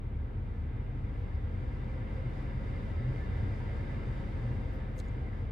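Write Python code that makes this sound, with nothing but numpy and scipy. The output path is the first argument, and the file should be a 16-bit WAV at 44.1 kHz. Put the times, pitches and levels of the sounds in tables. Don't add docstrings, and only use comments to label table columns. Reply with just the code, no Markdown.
import sys
import numpy as np
from scipy.fft import rfft, irfft, next_fast_len
from scipy.io import wavfile
from scipy.ndimage import uniform_filter1d, map_coordinates

SR = 44100
rng = np.random.default_rng(int(sys.argv[2]) if len(sys.argv) > 2 else 0)


def wav_out(sig):
    wavfile.write(sys.argv[1], SR, np.round(np.clip(np.atleast_2d(sig).T, -1, 1) * 32767).astype(np.int16))


N = 243167
TIME = np.arange(N) / SR
SIDES = np.array([[.5], [-.5]])


def amp(db):
    return 10 ** (np.asarray(db) / 20)

def pan(left_db):
    return amp(left_db * SIDES)

def unit(x):
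    return x / np.sqrt(np.mean(x ** 2) + 1e-30)

def along(points, hz):
    f, values = np.transpose(points)
    return np.interp(np.log(hz + 1), np.log(f), values)

def wobble(rate):
    knots = rng.standard_normal(int(N * rate / SR) + 4)
    return map_coordinates(knots, [np.arange(N) * rate / SR])

def bump(at, half_s):
    return np.exp(-.5 * ((TIME - at) / half_s) ** 2)

def tone(hz, drift, rate):
    return unit(np.sin(2 * np.pi * (hz * TIME + rng.random()) + drift * wobble(rate)))

def filtered(x, response):
    size = next_fast_len(N + 8192, real=True)
    return irfft(rfft(x, size) * response(np.fft.rfftfreq(size, 1 / SR)), size)[..., :N]

def resonance(f, hz, width):
    return (1j * f * width / (hz ** 2 - f ** 2 + 1j * f * width)) ** 2

def stereo_noise(spectrum, likeness, balance):
    def mid_side(f):
        angle = np.arccos(np.clip(along(likeness, f), -.999, .999)) / 2
        return amp(along(spectrum, f)) * [np.cos(angle), np.sin(angle)]
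    mid, side = filtered(rng.standard_normal((2, N)), mid_side)
    return unit(filtered(np.array([mid + side, mid - side]), lambda f: pan(along(balance, f))))


# t/s, blade rate f/Hz, whine level/dB
BLOWER_RAMP = [(0, 420.4, -74), (.5, 448, -69), (1, 473.4, -68), (1.5, 496.4, -65), (2, 516, -57.5),
               (2.25, 526.5, -63), (2.65, 541, -58.5), (3.001, 550.4, -64), (3.3, 555, -73),
               (3.8, 555, -59), (4.02, 549.4, -66.5), (4.2, 545.3, -56.5), (4.6, 527.6, -60.5),
               (4.9, 511.6, -61), (5.51, 487, -71.5)]

def blower(ease_s=0.22):
    times, *columns = np.transpose(BLOWER_RAMP)
    curves = [np.interp(TIME, times, column) for column in columns]
    return [uniform_filter1d(curve, int(ease_s * SR), mode="nearest") for curve in curves]

# f/Hz, relative level/dB
RUSH_EQ = [(60, -9), (120, -3.5), (150, -2.5), (200, 1.5), (270, -2.5), (350, -6), (520, -6.5),
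           (610, -12.5), (1000, -15.5), (1850, -23), (2300, -23), (2550, -28), (3700, -33.5), (6000, -68.5),
           (14000, -90)]
HISS_EQ = [(1500, -25), (3000, -6.5), (4200, 0.5), (4800, 2), (5800, -5), (7000, -7), (8800, -10.5),
           (9200, -13), (13000, -19.5), (14300, -32), (14900, -54.5)]
# f/Hz, left-right likeness (clipped to -1..1)
AIR_LIKENESS = [(100, -3.5), (170, 1.2), (260, 0.86), (380, 0.75), (500, 0.57), (620, -0.24), (1000, -0.09),
                (1300, 0), (1850, -0.2), (2400, .5), (3200, 0.2), (4700, .5), (7000, -0.18), (9000, 0.6)]
# f/Hz, left over right/dB
AIR_BALANCE = [(100, -0.5), (300, 4.5), (520, 3), (750, 2), (1200, 1), (1700, -0.5), (2500, -2.5),
               (3200, 1.5), (4400, 2.5), (8000, 0)]
# f/Hz, left lead/rad
AIR_LEAD = [(2300, 0.022), (2800, 0.52), (3800, 0.36), (5000, 0.0014), (9000, 0.032)]

def vents(speed):
    flutter = amp(0.29 * wobble(7.1))
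    rush = amp(-44.5) * speed ** 2.7 * stereo_noise(RUSH_EQ, AIR_LIKENESS, AIR_BALANCE)
    hiss_gain = amp(-72.5 + 0.97 * wobble(13)) * speed ** 6
    hiss = hiss_gain * stereo_noise(HISS_EQ, AIR_LIKENESS, AIR_BALANCE)
    return flutter * filtered(rush + hiss, lambda f: np.exp(1j * SIDES * along(AIR_LEAD, f)))

# f/Hz, nominal width/Hz, level at full speed/dB, left lead/rad
DUCT_MODES = [(159, 47, -57.5, 2.5), (180, 19, -57, 0.95), (260.3, 22, -58, -0.5), (642.3, 15, -67.5, -0.5),
              (682.4, 16, -74.5, 0.5), (758, 28, -67, -0.5), (814, 45, -68, 2), (931, 55, -65.5, 0.9),
              (1060, 44, -73.5, 2.5), (1303, 22, -70.5, 1.5), (1405, 290, -62, -2.5), (1540, 75, -68, -1.7),
              (1611, 46, -66, 1.5), (1741, 29, -65.5, 1), (1893, 36, -71.5, 1), (1980, 50, -66, 0.5),
              (2051, 34, -67, -.9), (2115, 42, -64, -1.2), (2332, 99, -70.5, -0.7), (2650, 62, -75.5, 3.5),
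              (2767, 29, -77, -0.5), (2927, 51, -77.5, -1.5), (3160, 94, -79, 0.5), (3584, 140, -78.5, 1),
              (3610, 51, -79.5, 1), (3786, 55, -78.5, -1.5), (4330, 61, -91.5, 0.9), (4600, 70, -88.5, 0.5),
              (4740, 50, -89.5, 0.5), (4884, 55, -82, 0.8)]

def ducts(speed):
    ring = np.zeros((2, N))
    for hz, width, db, lead in DUCT_MODES:
        stereo_phase = np.exp(1j * lead * SIDES)
        pass_width = 1.3 * width
        band = filtered(rng.standard_normal(N), lambda f: stereo_phase * resonance(f, hz, pass_width))
        drive = speed ** (4.87 * (hz / 2000) ** 0.49)
        ring += amp(db + wobble(11)) * unit(band) * drive
    flutter = amp(0.4 * wobble(8.1))
    return ring * flutter

def blades(blade_hz, whine_db, rough_share=0.33):
    phase = 2 * np.pi * np.cumsum(blade_hz) / SR + 0.5 * wobble(12)
    smear_rate = 44.95
    smeared = unit(wobble(smear_rate) * np.sin(phase) + wobble(smear_rate) * np.cos(phase))
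    whine = np.sqrt(1 - rough_share) * unit(np.sin(phase)) + np.sqrt(rough_share) * smeared
    return amp(whine_db + 1.2 * wobble(14)) * whine * pan(4)

# t/s, f/Hz, level/dB
NOISE_SWELLS = [(2.4, 1970, -62), (2.52, 1965, -67), (2.92, 1960, -62), (3.23, 1742, -57),
                (3.36, 1975, -60), (3.82, 1743, -61.5), (3.94, 1743, -64), (4.3, 2110, -64)]

def noise_swells():
    return sum(amp(db) * bump(at, half_s=0.018) * tone(hz, drift=0.78, rate=70)
               for at, hz, db in NOISE_SWELLS)

# f/Hz, relative level/dB
BOOM_EQ = [(18, -46), (30, -28.5), (38, -20.5), (48, -16), (56, -0.5), (82, -0.5), (104, -1.5), (128, -5),
           (146, -22), (190, -22.5), (300, -36), (600, -49), (1500, -90.5)]

def cab(speed):
    boom_db = -37.5 + 0.65 * wobble(3) + 0.1 * wobble(8.1)
    boom = stereo_noise(BOOM_EQ, likeness=[(60, 0.98), (130, 0.98), (300, 1.0)],
                        balance=[(40, .4), (90, 0.87), (300, 1.0)])
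    upper = unit(filtered(rng.standard_normal(N), lambda f: resonance(f, hz=124.1, width=29.5)))
    upper_db = -43.5 + 0.44 * wobble(5.4)
    return amp(boom_db) * speed ** 0.53 * boom + amp(upper_db) * speed ** 2.8 * upper * pan(0.6)

# t/s, f/Hz, level/dB, half length/s
RUMBLE_PEAKS = [(0.635, 73.8, -37, 0.061), (0.925, 82, -39, 0.05), (1.385, 73.9, -35.5, 0.045),
                (1.698, 73.4, -38, .04), (1.98, 119, -38.5, 0.027), (2.252, 121.4, -39, 0.035),
                (2.39, 125, -38.5, .035), (2.57, 127.1, -37.5, 0.035), (2.956, 82.3, -35, 0.038),
                (3.095, 126.1, -36.5, 0.057), (3.335, 82.7, -36.5, 0.076), (3.459, 99.14, -35.5, 0.049),
                (3.716, 83, -37, 0.033), (4.095, 118.4, -36, 0.023), (4.475, 119.4, -35, .05)]

def rumble_peaks():
    return pan(0.8) * sum(amp(db) * bump(at, half_s) * tone(hz, drift=0.66, rate=30)
                          for at, hz, db, half_s in RUMBLE_PEAKS)

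# f/Hz, level/dB
IDLE_TONES = [(79.6, -53), (84.5, -50.5), (215.5, -58), (297, -62.5), (320, -73.5)]

def engine(firing_hz=39.8):
    hum = amp(-40.5) * unit(np.sin(2 * np.pi * firing_hz * TIME))
    for hz, db in IDLE_TONES:
        drone = tone(hz, drift=0.47, rate=2.98)
        hum += amp(db + 1.6 * wobble(4)) * drone
    return hum * pan(0.3)

# t/s, level/dB, f/Hz, filter width/Hz, t60/s
SCREEN_TICKS = [(4.9818, -52.5, 6350, 800, .026), (4.9899, -50, 7300, 2400, 0.039),
                (4.9902, -48.5, 3600, 1900, 0.026), (5.0002, -44, 6900, 2300, 0.012),
                (5.0004, -46, 3900, 2300, 0.03), (5.084, -58.5, 6860, 1000, 0.012)]
# f/Hz, level against the tick's peak/dB, t60/s
HOUSING_MODES = [(3050, -28, .06), (6250, -33, .04), (6900, -26, .06), (7970, -26, 0.065)]
# t/s, level/dB, half length/s, f/Hz, filter width/Hz
SCREEN_BRUSHES = [(4.55, -83.5, .02, 9000, 9000), (4.744, -80.5, .018, 12500, 5000),
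                  (4.988, -70, 0.019, 8500, 11100), (5.065, -81, 0.025, 7150, 4960)]

def touches():
    def scatter():
        return unit(rng.standard_normal(N) + rng.standard_normal((2, N)))
    out = np.zeros((2, N))
    for at, db, hz, width, t60 in SCREEN_TICKS:
        age = np.maximum(TIME - at, 0)
        burst = (TIME >= at) * amp(-60 * age / t60) * scatter()
        burst[:, round(at * SR)] += 6
        tick = filtered(burst, lambda f: resonance(f, hz, width))
        ring = sum(amp(mode_db - 60 * age / mode_t60) * np.sin(2 * np.pi * mode_hz * age)
                   for mode_hz, mode_db, mode_t60 in HOUSING_MODES)
        out += amp(db) * (tick / abs(tick).max() + ring)
    for at, db, half_s, hz, width in SCREEN_BRUSHES:
        brush = unit(filtered(scatter(), lambda f: resonance(f, hz, width)))
        out += amp(db) * bump(at, half_s) * brush
    return out * pan(1)

# f/Hz, relative level/dB
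BED_EQ = [(1000, -4.5), (6000, -4.5), (11000, -4.5), (12800, 1), (13600, -9), (14500, -37)]

def hiss_bed():
    return amp(-90.5) * stereo_noise(BED_EQ, likeness=[(1000, 0.93)], balance=[(1000, 0.0018)])

# t/s, level/dB
AIR_WAVER = [(0, 0.35), (.8, 0), (1.2, -0.36), (2, 0.05), (3.15, -0.14), (3.8, 0), (4.3, 0.35), (4.7, 0.3),
             (5, 0), (5.51, 0)]

def scene():
    blade_hz, whine_db = blower()
    speed = blade_hz / 555
    bed = hiss_bed()
    waver = amp(np.interp(TIME, *np.transpose(AIR_WAVER)))
    air = waver * (vents(speed) + ducts(speed)) + noise_swells() + blades(blade_hz, whine_db)
    return air + engine() + cab(speed) + rumble_peaks() + touches() + bed

def record(dry):
    return filtered(dry, lambda f: f < 15750)


dry = scene()
out = record(dry)
wav_out(out)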